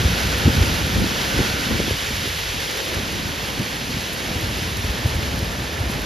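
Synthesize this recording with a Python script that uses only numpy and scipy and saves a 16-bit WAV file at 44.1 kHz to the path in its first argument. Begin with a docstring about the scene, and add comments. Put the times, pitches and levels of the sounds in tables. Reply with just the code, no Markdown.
"""Cloudburst over a garden

Countless drops on leaves and ground merge into a hiss, trees roar and moan in the wind, and a few
drops tick close by. A small stereo microphone is held out in the storm: gusts rumble and flutter
on its ports, and single eddies thump against them."""
import sys
import numpy as np
from scipy import signal
from scipy.fft import rfft, irfft
from scipy.io import wavfile
from scipy.ndimage import uniform_filter1d

SR = 44100
rng = np.random.default_rng(int(sys.argv[2]) if len(sys.argv) > 2 else 0)


def log_audio(samples):
    """Write samples as a 16-bit WAV file to the path given in sys.argv[1]."""
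    # one column per channel
    frames = np.atleast_2d(samples).T
    # limit to full scale, then quantise
    limited = np.clip(frames, -1, 1)
    pcm = np.round(limited * 32767).astype(np.int16)
    wavfile.write(sys.argv[1], SR, pcm)


N = 266805


def from_db(db):
    """Amplitude grows tenfold for every 20 decibels."""
    return 10 ** (np.asarray(db) / 20)


def rms_one(x):
    """Normalisation to unit mean power."""
    return x / np.sqrt(np.mean(x ** 2) + 1e-20)


def in_time(rows):
    """Linear interpolation of each column at every sample; rows begin with a time in seconds."""
    s, *columns = np.transpose(rows)
    return [np.interp(np.arange(N) / SR, s, c) for c in columns]


def in_frequency(rows):
    """Interpolation of each column over log frequency, at every bin; rows begin with Hz."""
    hz, *columns = np.transpose(rows)
    bins = np.maximum(np.arange(N // 2 + 1) * SR / N, 1)
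    return [np.interp(np.log(bins), np.log(np.sort(hz)), c) for c in columns]


def coloured(x, spectrum):
    """Spectral shaping, to rms 1. Each spectrum row: frequency in Hz, relative density in dB."""
    return rms_one(irfft(rfft(x) * from_db(in_frequency(spectrum)[0]), N))


def drift(corner_hz):
    """Low-passed noise gives a slow random fluctuation of rms 1."""
    hz = np.arange(N // 2 + 1) * SR / N
    return rms_one(irfft(rfft(rng.standard_normal(N)) / (1 + (hz / corner_hz) ** 4), N))


def swell(s, half_s):
    """A Gaussian envelope: 1 at time s, falling to 1/e at half_s to either side."""
    return np.exp(-np.minimum(((np.arange(N) / SR - s) / half_s) ** 2, 50))


def splashes(per_s, spread_db):
    """Shot noise: drops land at random as tiny clicks, many faint and far, a few near."""
    sizes = from_db(spread_db * np.minimum(rng.exponential(1, (2, N)), 5))
    signs = rng.choice([-1, 1], (2, N))
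    landings = rng.random((2, N)) < per_s / SR
    return rms_one(sizes * signs * landings)


def rain():
    """Far impacts add incoherently to a wash; nearer ones slap leaves and spray hard ground."""
    # Strength of the downpour. Each row: time in seconds, hiss level in dB.
    downpour = [(0, -26), (.42, -27), (1.05, -27.5), (1.7, -27), (2.1, -27.5), (2.5, -28.5), (2.8, -29),
                (3.25, -30.5), (3.8, -30.5), (4.55, -30), (5.1, -31.5), (5.6, -32.5), (6.05, -32.5)]
    # Sheets of rain. Each row: centre and half length in seconds, rise in dB.
    sheets = [(0.21, 0.077, 0), (0.656, .13, 1.3), (1.23, 0.12, 1.2), (1.437, 0.12, 1.2), (2.9, .09, 0.8),
              (3.66, 0.031, 1), (4.61, 0.057, 0.5), (4.85, .04, 0.5), (5.28, 0.049, 1.2)]
    # Spectra of the three layers. Each row: frequency in Hz, relative density in dB.
    wash_spectrum = [(120, -0.5), (250, -7.5), (470, 1), (680, -7), (1300, -7), (1850, -4.5), (2400, -2),
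                     (3000, -0.44), (3800, -2.5), (5000, -4.5), (6300, -8), (8000, -16), (11500, -15),
                     (14400, -19), (15600, -33)]
    slap_spectrum = [(300, -6), (1000, -1.5), (3000, -1.5), (6000, -6), (9000, -9), (15600, -33)]
    spray_spectrum = [(3000, -28), (7000, 3.5), (10000, 9), (12500, 0), (15600, -5.5)]
    hiss_db, = in_time(downpour)
    hiss_db += sum(rise_db * swell(s, half_s) for s, half_s, rise_db in sheets) + 0.4 * drift(10)
    wash = coloured(rng.standard_normal((2, N)), wash_spectrum)
    flurries = from_db(1.6 * drift(25))
    slaps = flurries * coloured(splashes(per_s=1200, spread_db=2.5), slap_spectrum)
    spray = coloured(splashes(per_s=2400, spread_db=1.0), spray_spectrum)
    spray_db = -43 + 0.8 * (hiss_db + 27) + 3.1 * drift(25)   # gains 0.8 dB per dB of hiss
    return from_db(hiss_db) * (from_db(1) * wash + from_db(-7.5) * slaps) + from_db(spray_db) * spray


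def narrow_band(hz, width_hz):
    """Quadrature modulation shifts low-passed noise into a narrow band, heard as an airy note."""
    lowpass = signal.butter(2, width_hz / 2, fs=SR, output="sos")
    in_phase, quadrature = signal.sosfilt(lowpass, rng.standard_normal((2, 2, N)))
    phase = 2 * np.pi * hz * np.arange(N) / SR
    return rms_one(in_phase * np.cos(phase) + quadrature * np.sin(phase))


def trees():
    """Flow noise in the wet crowns: a broad roar, a faint tone that follows it, and swelling moans."""
    # Wind in the trees. Each row: time in seconds, roar level in dB.
    tree_wind = [(0, -35), (.45, -33), (.98, -36.5), (1.25, -33), (1.8, -39.5), (2.53, -44), (3.0, -37),
                 (3.65, -38.5), (4.08, -40.5), (4.3, -36.5), (4.65, -39.5), (4.98, -35.5), (5.6, -36),
                 (6.05, -35)]
    # Spectrum of the roar. Each row: frequency in Hz, relative density in dB.
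    roar_spectrum = [(150, -37), (400, -2.5), (680, 1.5), (870, 3), (1100, -2), (1450, -4), (2000, -4.5),
                     (4000, -41)]
    # Moans of the wind; apart from these, a faint band of noise near 1770 Hz swells toward the end.
    # Each row: centre in seconds, crest level in dB, half length in seconds, pitch and bandwidth in Hz.
    band_swells = [(0.42, -37, 0.49, 455, 220), (0.42, -38, 0.82, 1447, 220),
                   (1.477, -35.5, 0.25, 496, 220), (1.522, -36, 0.26, 1457, 230),
                   (2.82, -32.5, 0.17, 426.5, 268), (4.33, -39, 0.27, 557.5, 260),
                   (5.302, -41, 0.51, 520.6, 169), (5.4, -47.5, 1.0, 1770, 130)]
    roar_db, = in_time(tree_wind)
    roar_gain = from_db(roar_db - 0.5 + drift(34))
    roar = roar_gain * coloured(rng.standard_normal((2, N)), roar_spectrum)
    undertone = from_db(roar_db - 6) * narrow_band(hz=512.5, width_hz=190)
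    bands = sum(from_db(crest_db) * swell(s, half_s) * narrow_band(hz, width_hz)
                for s, crest_db, half_s, hz, width_hz in band_swells)
    return roar + undertone + bands


def turbulence(spectrum, span_s):
    """Random pressure fluctuation, divided by its running rms to hold its strength steady."""
    pressure = coloured(rng.standard_normal(N), spectrum)
    power = uniform_filter1d(pressure ** 2, max(int(span_s * SR), 2))
    return pressure / np.sqrt(np.maximum(power, 1e-9))


def buffeting():
    """Turbulent pressure on the ports: large eddies rumble, small ones flutter, shear is antiphase."""
    # Wind between gusts. Each row: time in seconds, rumble and flutter levels in dB.
    steady_wind = [(0.0, -23.5, -32.5), (0.55, -30.5, -30), (0.85, -29.5, -29), (1.28, -34.5, -31),
                   (1.58, -34.5, -31.5), (1.88, -34, -34), (1.93, -35, -38), (2.42, -35, -46),
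                   (2.83, -41.5, -41), (3.02, -39, -33.5), (3.45, -37, -34.5), (4.15, -41, -34.5),
                   (4.52, -31.5, -31.5), (4.8, -30.5, -33), (5.0, -33.5, -33), (5.27, -31, -31),
                   (5.63, -33, -33.5), (6.05, -31, -32.5)]
    # Gusts. Each row: centre and half length in seconds, rises of rumble and flutter in dB.
    gusts = [(0.023, 0.07, -1, 5), (0.478, 0.028, 7, 10), (0.596, 0.055, 8, 4.5), (0.71, 0.029, 4.5, 2.5),
             (1.006, 0.076, 7, 7), (1.4, 0.037, 13, 7), (1.532, 0.023, 9.5, -2), (1.734, 0.059, 6.5, 7.5),
             (1.822, 0.019, 2, 6), (1.882, 0.014, 2, 8.5), (2.117, 0.027, 5.5, 5), (2.243, 0.038, 0, 8),
             (2.548, .025, 2, 14.5), (2.98, 0.062, 8, 5), (3.158, 0.047, 2, 5.5), (3.277, .05, 2.5, 4.5),
             (3.607, 0.029, 7, 6), (3.92, 0.06, 3, 2.5), (4.31, 0.036, 1, 2.5), (4.87, 0.059, 4, -2),
             (5.15, 0.06, 2, -0.5), (5.386, 0.038, 4, 2.5), (5.873, 0.07, 2, 1)]
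    # Pressure spectra at the ports. Each row: frequency in Hz, relative density in dB.
    rumble_spectrum = [(15, -44), (25, -42), (40, -8), (60, 4.5), (90, -0.5), (125, -4.5), (200, -15),
                       (400, -33.5), (900, -108)]
    flutter_spectrum = [(70, -8.5), (130, -1.5), (190, 1.5), (250, -0.5), (320, -3), (420, -8.5),
                        (650, -16), (1100, -24.5), (3000, -81)]
    shear_spectrum = [(20, -32), (60, -1), (120, 0.5), (180, 6), (300, -0.5), (500, -11), (1000, -32),
                      (3000, -102)]
    rumble_db, flutter_db = in_time(steady_wind)
    for s, half_s, rumble_rise_db, flutter_rise_db in gusts:
        gust = swell(s, half_s)
        rumble_db += rumble_rise_db * gust
        flutter_db += flutter_rise_db * gust
    shear_db = -36 + 1.54 * (flutter_db + 27)   # gains 1.54 dB per dB of flutter
    rumble = from_db(rumble_db + 1.43 + 2.2 * drift(14)) * turbulence(rumble_spectrum, span_s=0.042)
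    flutter = from_db(flutter_db - 0.5 + 1.86 * drift(42)) * turbulence(flutter_spectrum, span_s=0.039)
    shear = from_db(shear_db + 2.3 * drift(7.8)) * turbulence(shear_spectrum, span_s=0.078)
    return rumble + flutter + shear * np.array([[1], [-1]])


def thumps():
    """An eddy's low-pressure core sucks at the ports between two smaller pushes; its breakup rasps."""
    # Eddies that hit the ports. Each row: centre in seconds, peak suction in dB, pitch in Hz.
    eddies = [(0.006, -11.5, 101), (0.060, -9, 72), (0.084, -18, 220), (0.137, -17.5, 155.6),
              (0.268, -19, 60), (0.389, -16, 85), (0.46, -3, 100), (0.473, -5, 98), (0.4799, -7, 225),
              (0.5, -11, 93), (0.548, -16, 120), (0.571, -16, 120), (0.579, -17, 240), (0.584, -11, 62),
              (0.618, -5.5, 70), (0.672, -16, 110), (0.718, -14.5, 68), (0.868, -19, 100),
              (0.949, -17, 156), (0.961, -10.5, 88), (0.985, -12, 170), (0.995, -12, 130),
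              (1.022, -13, 200), (1.044, -11.5, 260), (1.055, -19, 185), (1.348, -16.5, 120),
              (1.382, -14, 71), (1.393, -12, 290), (1.404, -9, 310), (1.414, -17, 143), (1.514, -16, 105),
              (1.539, -19, 169), (1.668, -17.5, 185), (1.728, -18, 243), (1.745, -21, 260),
              (1.755, -20, 120), (1.798, -17, 220), (1.803, -13, 480), (1.880, -21, 342), (1.910, -14, 420),
              (1.918, -16.5, 80), (2.113, -20.5, 250), (2.138, -20, 74), (2.258, -23, 300),
              (2.970, -23, 92), (2.989, -24, 308), (3.6, -15, 170), (3.608, -14.5, 165), (3.895, -21, 247),
              (3.945, -20.5, 118), (3.971, -18.5, 154), (4.292, -24, 300), (4.314, -22, 229),
              (4.364, -16.5, 98), (4.442, -18.5, 101), (4.623, -19.5, 115), (4.767, -23, 115),
              (4.795, -17.5, 85), (4.854, -16.5, 60), (4.901, -16.5, 71), (5.058, -7.5, 92),
              (5.059, -17, 230), (5.117, -20, 93), (5.16, -19, 65), (5.186, -18.5, 65), (5.23, -19, 94),
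              (5.283, -18.5, 70), (5.383, -17, 120), (5.431, -17, 84.5), (5.608, -18, 76),
              (5.812, -14.5, 80), (5.875, -19, 70), (5.9, -18, 198), (6.015, -21, 85)]
    # Spectrum of a breaking eddy. Each row: frequency in Hz, relative density in dB.
    rasp_spectrum = [(100, -3), (250, 3), (400, -1), (600, -13), (850, -11.5), (2000, -40), (5000, -80)]
    reference_hz, reference_half_s = 101, 0.0068
    rasp_db, rasp_db_per_octave = -19.5, 5.5   # relative to the peak; small, fast eddies rasp most
    t, pressure, rasp_gain = np.arange(N) / SR, np.zeros(N), np.zeros(N)
    for s, peak_db, hz in eddies:
        near = slice(max(int((s - .06) * SR), 0), int((s + .06) * SR))
        since = t[near] - s
        half_s = reference_half_s * reference_hz / hz   # small eddies are higher and pass sooner
        envelope = from_db(peak_db) * np.exp(-(since / half_s) ** 2)
        pressure[near] -= envelope * np.cos(2 * np.pi * hz * since)
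        rasp_gain[near] += envelope * from_db(rasp_db + rasp_db_per_octave * np.log2(hz / reference_hz))
    return pressure + rasp_gain * turbulence(rasp_spectrum, span_s=0.025)


def close_drops(decay_s=0.0013, band_hz=(4500, 14500)):
    """Impact transients: each nearby drop bursts into bright noise that decays exponentially."""
    # Drops landing close by. Each row: start in seconds, level before filtering in dB.
    drops = [(2.713, -19), (2.773, -23), (3.501, -27), (3.593, -25), (4.011, -27), (4.4116, -23),
             (4.771, -17.5), (5.3592, -24), (5.3916, -23), (5.447, -26.5), (5.9413, -24), (6.0197, -23)]
    t, envelope = np.arange(N) / SR, np.zeros(N)
    for s, level_db in drops:
        envelope += from_db(level_db) * (t >= s) * np.exp(-np.abs(t - s) / decay_s)
    bandpass = signal.butter(2, band_hz, "band", fs=SR, output="sos")
    return signal.sosfilt(bandpass, envelope * rng.standard_normal((2, N)) + 1e-18)


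def widened(sound):
    """Stereo widening: the right channel is a phase-turned copy of the left plus unrelated sound."""
    # Right channel against left. Each row: frequency in Hz, coherence from 0 to 1,
    # phase shift in radians, level difference in dB.
    pair = [(150, .6, 0, -.4), (500, .62, 0, -1.3), (850, .47, 0, -.4), (1100, .25, .6, .4),
            (1550, .43, 2.0, 6.6), (1650, .5, 2.5, 6.8), (1700, .42, -.6, 6.4), (1900, .25, -.9, 5.6),
            (2400, .85, -.2, 1.8), (3000, .97, -.1, .4), (3600, 1, 0, 0), (5100, 1, 0, 0),
            (5500, .83, .75, 0), (6400, .8, .85, 0), (7300, .75, 1.6, 0), (7800, .99, 2.8, 0),
            (8400, 1, 3.14, 0), (8850, .99, 3.3, 0), (9100, .74, 3.6, 0), (10800, .76, 5.5, 0),
            (11200, 1, 6.28, 0), (12950, 1, 6.3, 0), (13250, .65, 7.0, 0), (14300, .6, 8.5, 0),
            (14700, 1, 9.4, 0)]
    coherence, phase, right_db = in_frequency(pair)
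    coherence = np.clip(coherence, 0, 1)
    left, independent = rfft(sound)
    right = coherence * np.exp(1j * phase) * left + np.sqrt(1 - coherence ** 2) * independent
    return irfft(np.array([left, right * from_db(right_db)]), N)


def scene():
    """Superposition of rain and trees all around with wind on the microphone itself."""
    garden = rain() + trees() + close_drops()
    return widened(garden) + buffeting() + thumps()


def record(dry):
    """Band limiting and saturation: deep bass is thinned, hard thumps are rounded, the top is cut."""
    low_cut_hz, high_cut_hz, ceiling = 36, 15750, 0.85
    thinned = signal.sosfilt(signal.butter(2, low_cut_hz, "high", fs=SR, output="sos"), dry)
    rounded = thinned / (1 + (thinned / ceiling) ** 4) ** .25
    return signal.sosfilt(signal.ellip(12, .1, 90, high_cut_hz, fs=SR, output="sos"), rounded)


dry = scene()
out = record(dry)
log_audio(out)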